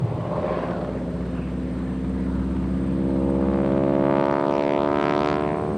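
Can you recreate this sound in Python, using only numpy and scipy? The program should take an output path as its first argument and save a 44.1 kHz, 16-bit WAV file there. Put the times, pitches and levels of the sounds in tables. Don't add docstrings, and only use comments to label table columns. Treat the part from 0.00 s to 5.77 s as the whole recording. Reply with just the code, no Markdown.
import sys
import numpy as np
from scipy import signal
from scipy.fft import rfft, irfft, next_fast_len
from scipy.io import wavfile
from scipy.ndimage import uniform_filter1d, map_coordinates

SR = 44100
rng = np.random.default_rng(int(sys.argv[2]) if len(sys.argv) > 2 else 0)


def bounce(signal):
    frames = np.transpose(np.atleast_2d(signal))
    limited = np.clip(frames, -1, 1)
    pcm = np.round(limited * 32767).astype(np.int16)
    wavfile.write(sys.argv[1], SR, pcm)


N = 254581


def amp(db):
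    return np.exp(np.asarray(db) * (np.log(10) / 20))


def unit(x):
    return x / np.sqrt(np.mean(x ** 2) + 1e-20)


def curves(rows):
    s, *cols = np.transpose(rows)
    return [np.interp(np.arange(N) / SR, s, c) for c in cols]


def since(at_s):
    return np.clip(np.arange(N) / SR - at_s, 0, None)


def swell(at_s, width_s):
    return np.exp(-((np.arange(N) / SR - at_s) / width_s) ** 2)


def turn_on(at_s, rise_s):
    return .5 + .5 * np.tanh((np.arange(N) / SR - at_s) / rise_s)


def wobble(rate):
    coarse = np.arange(0, N + 64, 64)
    knots = rng.standard_normal(int(N * rate / SR) + 4)
    return np.interp(np.arange(N), coarse, map_coordinates(knots, [coarse * rate / SR]))


def filtered(x, response):
    m = next_fast_len(N + SR // 2)
    return irfft(rfft(x, m) * response(np.fft.rfftfreq(m, 1 / SR)), m)[..., :N]


def band(hz, centre_hz, width_hz):
    return 1j * hz * width_hz / (centre_hz ** 2 - hz ** 2 + 1j * hz * width_hz)


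def noise(spectrum, patchy_db, channels=1):
    z = signal.stft(rng.standard_normal((channels, N)), nperseg=512)[2]
    field = uniform_filter1d(rng.standard_normal(z.shape[1:]), 6, 0)
    field = uniform_filter1d(field, 14, 1)
    patchy = signal.istft(z * amp(patchy_db * unit(field)), nperseg=512)[1][:, :N]
    f, db = np.transpose(spectrum)
    return unit(filtered(patchy, lambda hz: amp(np.interp(np.log(hz + 1), np.log(f), db))))


# time in seconds, blade passes per second in Hz.
BLADE_RATE = [(0.0, 62.08), (0.4, 62.43), (0.8, 62.92), (1.2, 63.65), (1.6, 64.18), (2.0, 64.9),
              (2.4, 65.81), (2.8, 66.64), (3.2, 67.36), (3.6, 68.16), (4.0, 69.25), (4.4, 70.41),
              (4.8, 71.71), (5.2, 73.09), (5.77, 75.3)]


def blade_passes():
    rate, = curves(BLADE_RATE)
    return rate, np.cumsum(rate) / SR


# time in seconds, then the levels in dB of the thrust hum,
# the firing tone, the throb and the rumble.
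LOW_LEVELS = [(0, -43.5, -33.5, -38.5, -35), (.45, -41, -53, -33.5, -30), (1.3, -32, -46, -31.5, -32),
              (2.0, -31, -42, -32, -34.5), (2.6, -28, -43.5, -27.5, -31.5), (3.0, -30.5, -39, -27, -35),
              (3.55, -29.5, -52, -27, -33), (4.1, -44, -51.5, -31, -36), (4.55, -56, -41, -47, -37),
              (5.1, -48, -54, -44, -30.5), (5.45, -40.5, -34, -39.5, -33.5), (5.77, -41, -39, -30.5, -29)]


def low_levels():
    return curves(LOW_LEVELS)


CYCLE_MS = 62.5

# lag of the puff in the collector ring in nominal ms, strength in dB.
CYLINDERS = [(-3.7, -1), (-3.3, -4), (-1.6, -2), (-6.4, -1.5), (-1.1, -4), (-3.1, -6), (1.3, -3), (5, -5),
             (5.1, 0)]


def puff_maker(cycle):
    lag, db = np.transpose(CYLINDERS)
    cycle_numbers = np.arange(-1, int(cycle[-1]) + 1)[:, None]
    fired = cycle_numbers + np.arange(9) / 9 + lag / CYCLE_MS
    chance = rng.standard_normal((fired.size, 2))
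    at = np.interp(fired.ravel(), cycle, np.arange(N), left=-1, right=-1)
    size = np.tile(db, len(fired))

    def puffs(scatter_ms, scatter_db):
        where = np.round(at + scatter_ms * chance[:, 0] * SR / 1000)
        where = np.clip(where, 0, N - 1).astype(int)
        return -np.bincount(where, (at > 0) * amp(size + scatter_db * chance[:, 1]), N)

    return puffs


def tones(table, cycle, drift, flicker_db):
    from_puff = cycle - 15 / 16
    total = 0
    for multiple, level in np.asarray(table, float):
        loudness = amp(level + flicker_db * wobble(4.67))
        total = total + loudness * np.cos(2 * np.pi * multiple * from_puff + drift * wobble(4))
    return -np.sqrt(2) * total


# multiple of the engine cycle rate, relative level in dB.
THROB = [(5, -23), (6, -21), (7, -22), (10, -23.5), (11, -1.5), (13, -33), (15, -20.5), (17, -31),
         (18, -24.5)]
SNARL = [(21, -10), (22, 0.5), (23, -2), (24, -14.5), (26, -10), (27, -1.5), (28, -3), (29, -14),
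         (30, -15.5), (32, -4.5), (33, -3.5), (34, -1), (35, -3.5), (37, -18.5), (38, -3.5), (39, -3.5),
         (40, -4), (43, -18), (44, -9), (45, -17), (49, -13.5)]


def exhaust_tones(cycle, firing_db, throb_db, snarl_db):
    firing = amp(firing_db) * tones([(9, 0.078)], cycle, 0.26, 0.45)
    throb = amp(throb_db) * tones(THROB, cycle, 0.15, 0.21)
    snarl = amp(snarl_db) * tones(SNARL, cycle, 0.86, 3.9)
    return firing + throb + snarl


def exhaust_bark(puffs):
    def ring(hz):
        resonances = 0.92 * band(hz, 910, 250) + band(hz, 820, 320) + 0.24 * band(hz, 1500, 1000)
        return resonances * hz / (hz + 400) * np.exp(-(hz / 2600) ** 2)
    return unit(filtered(puffs(0.2, 0.77), ring))


# frequency in Hz, relative level in dB.
RUSH = [(300, -29.5), (580, 2.5), (740, -0.5), (1000, 1), (1600, -5.5), (2600, -13), (4500, -22),
        (6500, -38.5), (9000, -68)]
RUMBLE = [(30, -7.5), (60, -7), (110, -6), (180, -3.5), (300, -9), (500, -13.5), (800, -32), (1500, -52.5)]


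def exhaust_roar(puffs, rush_db, rumble_db):
    gate = unit(np.abs(filtered(puffs(.3, 11.0), lambda hz: 1 / (1 + 1j * hz / 90) ** 2)))
    rush = unit((2.4 + .5 * gate) * noise(RUSH, 1.4)[0])
    return amp(rush_db) * rush + amp(rumble_db) * noise(RUMBLE, 0.33)[0]


# peak time in seconds, width in seconds, level in dB, pitch at the peak in Hz,
# glide in Hz per second (below 0 sinks), share of the narrow noise from 0 to 1.
WHOOSH = [(.45, 0.27, -35, 1060, -80, 0.63), (.45, 0.53, -35, 760, -100, 0.24),
          (3.35, 0.44, -40.5, 860, -120, 0.73), (0.71, .2, -45.5, 1500, -1300, 0.7),
          (0.87, .2, -57, 1700, -600, 0.3), (.52, 0.15, -50, 2300, -200, 0.14),
          (1.4, .11, -55, 2600, -2400, 0), (1.3, .2, -52, 1500, -500, 0.1),
          (1.1, 0.12, -54, 1000, -300, .4), (1.75, .2, -54, 1800, -100, .5),
          (2.05, 0.3, -54, 1700, -300, 0.5), (2.0, 0.16, -63, 1150, -200, .3),
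          (2.35, 0.22, -46, 940, -100, 0.8), (3, 0.089, -55, 1500, 900, 0.1),
          (2.4, 0.15, -47, 1250, -100, 0.2), (2.8, 0.37, -53, 1200, -100, 1)]


def whoosh():
    def slow_noise(top_hz):
        return unit(filtered(rng.standard_normal(N), lambda hz: np.exp(-(hz / top_hz) ** 2)))

    narrow, wide = slow_noise(80), slow_noise(380)
    time_s = since(0)
    total = 0
    for s, width, db, hz, glide, thin in WHOOSH:
        air = thin * narrow + (1 - thin) * wide
        tone = np.sin(2 * np.pi * (hz + glide * (time_s / 2 - s)) * time_s)
        total = total + air * amp(db) * swell(s, width) * tone
    return np.sqrt(2) * amp(1.2 * wobble(20)) * total


OUTLET_S, OUTLET_WIDTH_S, OUTLET_COMING_S = 0.55, 0.27, 0.25
OUTLET_RUSH_DB, OUTLET_BARK_DB, OUTLET_SNARL_DB = 8, 20.5, 19.5
SNARL_LINGERS = 2.95
NEAR_S, NEAR_RISE_S, NEAR_RUSH_DB, NEAR_BARK_DB, NEAR_SNARL_DB = 2.99, 0.8, 1.5, 17.5, 7
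AWAY_S, AWAY_DB_PER_S = 5.62, 30
RUSH_DB, BARK_DB, SNARL_DB = -46, -61.5, -58.5
LEAD_MS_PER_S = 0.579


def exhaust():
    _, firing_db, throb_db, rumble_db = low_levels()
    width_s = np.where(since(OUTLET_S) > 0, OUTLET_WIDTH_S, OUTLET_COMING_S)
    outlet = swell(OUTLET_S, width_s)
    snarl_outlet = swell(OUTLET_S, SNARL_LINGERS * OUTLET_WIDTH_S)
    near = turn_on(NEAR_S, NEAR_RISE_S)
    away_db = AWAY_DB_PER_S * since(AWAY_S)
    rush_db = RUSH_DB + OUTLET_RUSH_DB * outlet + NEAR_RUSH_DB * near
    bark_db = BARK_DB + OUTLET_BARK_DB * outlet + NEAR_BARK_DB * near - away_db
    snarl_db = SNARL_DB + OUTLET_SNARL_DB * snarl_outlet + NEAR_SNARL_DB * near - away_db
    cycle = blade_passes()[1] / 4 + LEAD_MS_PER_S * since(0) / CYCLE_MS
    puffs = puff_maker(cycle)
    bark = off_ground(amp(bark_db) * exhaust_bark(puffs), 0.043)
    steady = exhaust_tones(cycle, firing_db, throb_db, snarl_db)
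    return steady + whoosh() + bark + exhaust_roar(puffs, rush_db, rumble_db)


# time in seconds, level in dB.
INSECTS = [(0, -69.5), (3.4, -65.5), (4.2, -70.5), (5.2, -68), (5.77, -62.5)]
# frequency in Hz, relative level in dB.
HISS = [(500, -30.5), (800, -16.5), (1300, -4), (2200, -1), (4000, -4.5), (5500, -13.5), (7500, -10.5),
        (9200, -15), (10500, -23), (13000, -22.5), (15700, -29)]
HISS_DB = -59


def grass():
    insect_db, = curves(INSECTS)
    beat = np.cumsum(19.0 + .5 * wobble(0.97)) / SR
    trill = (3.7 + np.cos(2 * np.pi * beat)) * amp(1.0 * wobble(5.5))
    a, b = filtered(rng.standard_normal((2, N)),
                    lambda hz: band(hz, 8340, 200) ** 2 + .5 * band(hz, 8680, 150) ** 2)
    insects = unit(trill * np.array([a + b, a - b]))
    return amp(insect_db) * insects + amp(HISS_DB) * noise(HISS, 0.89, channels=2)


THUMP_WIDTH_S = 0.011

# time in seconds, peak level in dB, pitch in Hz.
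THUMPS = [(0.029, -19, 152), (0.046, -12.5, 127), (0.09, -19.5, 120), (0.117, -17.5, 137),
          (0.149, -21, 116), (0.186, -25, 139), (.21, -23, 120), (0.227, -25, 117), (0.28, -25, 119),
          (0.308, -26, 139), (0.354, -23, 131), (0.401, -24, 95)]


def thumps():
    return sum(amp(db) * swell(s, THUMP_WIDTH_S) * np.cos(2 * np.pi * hz * (since(0) - s))
               for s, db, hz in THUMPS)


OCTAVE_DB, OCTAVE_S, OCTAVE_WIDTH_S, OCTAVE_SWELL_DB = -49.5, 3.89, 0.73, 17.2
DRONE_S, DRONE_WIDTH_S, DRONE_DB = 1.71, 1.1, -38.5


def thrust_hum(passes):
    octave_db = OCTAVE_DB + OCTAVE_SWELL_DB * swell(OCTAVE_S, OCTAVE_WIDTH_S)
    hum = amp(low_levels()[0]) * np.sin(2 * np.pi * (passes + 0.33))
    octave = amp(octave_db) * np.sin(4 * np.pi * (passes - .1))
    drone = amp(DRONE_DB) * swell(DRONE_S, DRONE_WIDTH_S) * np.sin(4 * 2 * np.pi * passes - .15)
    return np.sqrt(2) * amp(.4 * wobble(3)) * (hum + octave + drone)


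# lag after the ground front in ms, wander in ms,
# changes per second, share (below 0 is upside down).
SCATTER = [(.2, .1, 11, -.13), (.5, .2, 9, .14), (.9, .25, 8, -.11)]


def ground_scatter(after, late, steep):
    total = 0
    for lag, wander, often, part in SCATTER:
        bump = np.exp(-(after(late + lag + wander * wobble(often)) / (0.86 * steep)) ** 2)
        total = total + part * amp(3.3 * wobble(often)) * bump
    return total


RISE_SHARE = 0.39
FOURTH_S, FOURTH_WIDTH_S, FOURTH_DB = 3.75, .25, 5
SECOND_MS, SECOND_TOP_HZ = 1.776, 870

# time in seconds, pulse level in dB, pulse length in ms,
# overpressure length over suction length, ground pulse length over direct length, delay off the grass in ms,
# share of the dull second arrival.
TIPS = [(0, -65, 1.6, 1, 0.9, 2.9, 0.74), (.7, -36.5, 1.7, 0.8, 0.95, 3.7, 0.55),
        (1.8, -28, 1.9, 0.72, 0.77, 3.56, 0.67), (2.2, -25, 1.8, 0.71, 0.82, 3.9, 0.58),
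        (2.6, -26, 1.8, 1.2, 0.67, 3.5, 0.47), (2.9, -22, 1.43, 1.76, 0.69, 3.44, 0.42),
        (3.1, -20.5, 1.09, 1.4, 0.63, 3.32, 0.33), (3.3, -20, 1.1, 1.5, 0.45, 3.26, 0.41),
        (3.5, -19, 1.3, 1.3, 0.62, 3.34, 0.66), (3.7, -17.5, 0.9, 1.7, 0.64, 3.3, 0.45),
        (4, -17, 0.78, 1.26, 0.73, 3.24, 0.2), (4.2, -16.5, 0.58, 1.38, 0.81, 3.3, .05),
        (4.4, -19, 0.57, 1.3, 0.86, 3.11, .02), (4.6, -19, 0.71, 1.03, 0.64, 3.04, 0.19),
        (4.8, -19, 0.68, 0.97, 0.74, 2.99, .1), (5, -19.5, 0.45, 2.24, 0.91, 3.05, 0.036),
        (5.2, -19.5, 0.52, 1.8, 0.66, 2.99, 0.009), (5.35, -20, 0.5, 1.9, 0.9, 2.92, .01),
        (5.5, -21.5, 0.69, 1.1, 0.46, 2.78, 0.052), (5.77, -26, 0.78, 1.56, 0.63, 2.68, .2)]
# time in seconds, level over the
# direct pulse in dB, typical rise of the first step in ms, typical rise of the later step in ms,
# typical gap between the steps in ms, share of the later step.
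GRAZE = [(0, 5, 1.1, 1.3, 0.24, .05), (2.6, 4.5, 2.1, 1.2, 0.32, .05), (2.9, 0.5, 1.4, 1.4, .3, .05),
         (3.2, 1, 0.67, 1.1, 0.93, 0.24), (3.5, 8, 0.17, 1.4, 0.6, 0.72),
         (3.7, 9.5, 0.16, 2.35, 0.23, 0.83), (4, 10, 0.15, 1.7, 0.35, 0.81), (4.1, 11, 0.12, 2, 0.13, 0.71),
         (4.2, 11, 0.088, 1.14, 0.072, 0.78), (4.3, 3.5, 0.086, 0.054, 0.12, 0.52),
         (4.43, 4, 0.092, 0.13, 0.21, 0.72), (4.52, 7, 0.063, 0.21, 0.26, 0.75),
         (4.62, 6.5, 0.066, 0.23, 0.41, 0.59), (4.76, 6.5, 0.077, 0.15, 0.34, 0.53),
         (4.87, 5, 0.075, 0.099, 0.22, 0.82), (4.95, 4.5, 0.08, 0.12, 0.12, 0.29),
         (5.1, 5, 0.065, 0.16, 0.053, 0.12), (5.18, 5.5, 0.062, 0.08, 0.24, 0.41),
         (5.29, 5, 0.051, 0.13, 0.21, 0.14), (5.4, 2.5, 0.091, 0.18, 0.26, 0.19),
         (5.5, 5, .12, 0.17, 0.45, 0.45), (5.77, 2, 0.27, 0.62, 0.054, 0.17)]


def propeller():
    rate, passes = blade_passes()
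    passes = passes - .225
    db, length, push, stretch, delay, second = curves(TIPS)
    ground_db, graze, later, split, share = curves(GRAZE)
    fourth = swell(FOURTH_S, FOURTH_WIDTH_S) * np.cos(np.pi / 4 * (passes - 1.23)) ** 4
    side = np.cos(np.pi * passes + .3)

    def after(lag_ms):
        return ((passes - lag_ms * rate / 1000 + .5) % 1 - .5) * 1000 / rate

    def pulse(lag_ms, front_ms, length, split=0, share=0, later_ms=1, blunt=1.92, suck=1.07):
        u = after(lag_ms)
        push_side = np.clip(u - split, 0, None) / (push * length)
        fall = np.exp(-np.where(u > 0, push_side, -u / (suck * length)) ** blunt)
        first_step = np.tanh(u / np.clip(front_ms, .04, 3))
        front = (1 - share) * first_step + share * np.tanh((u - split) / later_ms)
        return 1.514 * front * fall * (1 + front_ms / length)

    steep_change_db = (.4 + 3.5 * np.clip(graze, 0, .4)) * wobble(60) - FOURTH_DB * fourth
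    steep = graze * amp(steep_change_db)
    direct_rise = RISE_SHARE * length * amp(0.27 * wobble(26))
    direct = pulse(0.01 * wobble(25), direct_rise, length, blunt=3.5, suck=1)
    direct = amp(0.078 * wobble(30)) * direct
    late = delay + 0.0075 * wobble(25)
    ground = pulse(late, steep, stretch * length, split=np.abs(split) * amp(0.88 * wobble(30)),
                   share=np.clip(share, 0, 1), later_ms=np.clip(later * steep / graze, .04, 3))
    scatter = (1 - np.clip(share * later, 0, .9)) * ground_scatter(after, late, steep)
    ground_gain = amp(ground_db + 0.17 * wobble(30))
    cracks = amp(db + 0.089 * side) * (direct + ground_gain * (ground + scatter))

    def dull_path(hz):
        return np.exp(-2j * np.pi * hz * SECOND_MS / 1000) / (1 + (hz / SECOND_TOP_HZ) ** 2)

    def close_echo(hz):
        return band(hz, 1100, 2300) * np.exp(-2j * np.pi * hz * 0.00083)

    cracks = cracks + filtered(second * cracks, dull_path)
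    cracks = cracks + 0.18 * filtered(cracks, close_echo)
    cracks = filtered(cracks, lambda hz: 1 / (1 + (105 / (hz + 1)) ** 8))
    return cracks + thrust_hum(passes)


def off_ground(x, share):
    n = np.arange(N)
    return x + share * np.interp(n - curves(TIPS)[4] * SR / 1000, n, x)


def scene():
    aircraft = filtered(exhaust() + propeller(), lambda hz: amp(-(hz / 6000) ** 6 * 1.6))
    return aircraft + thumps() + grass()


TOP_HZ = 15720


def record(dry):
    def microphone(hz):
        gentle_cut = (1j * hz / (1j * hz + 30)) ** 2
        return (hz < TOP_HZ) * gentle_cut / (1 + (52 / (hz + 1)) ** 8)
    return filtered(dry, microphone)


dry = scene()
out = record(dry)
bounce(out)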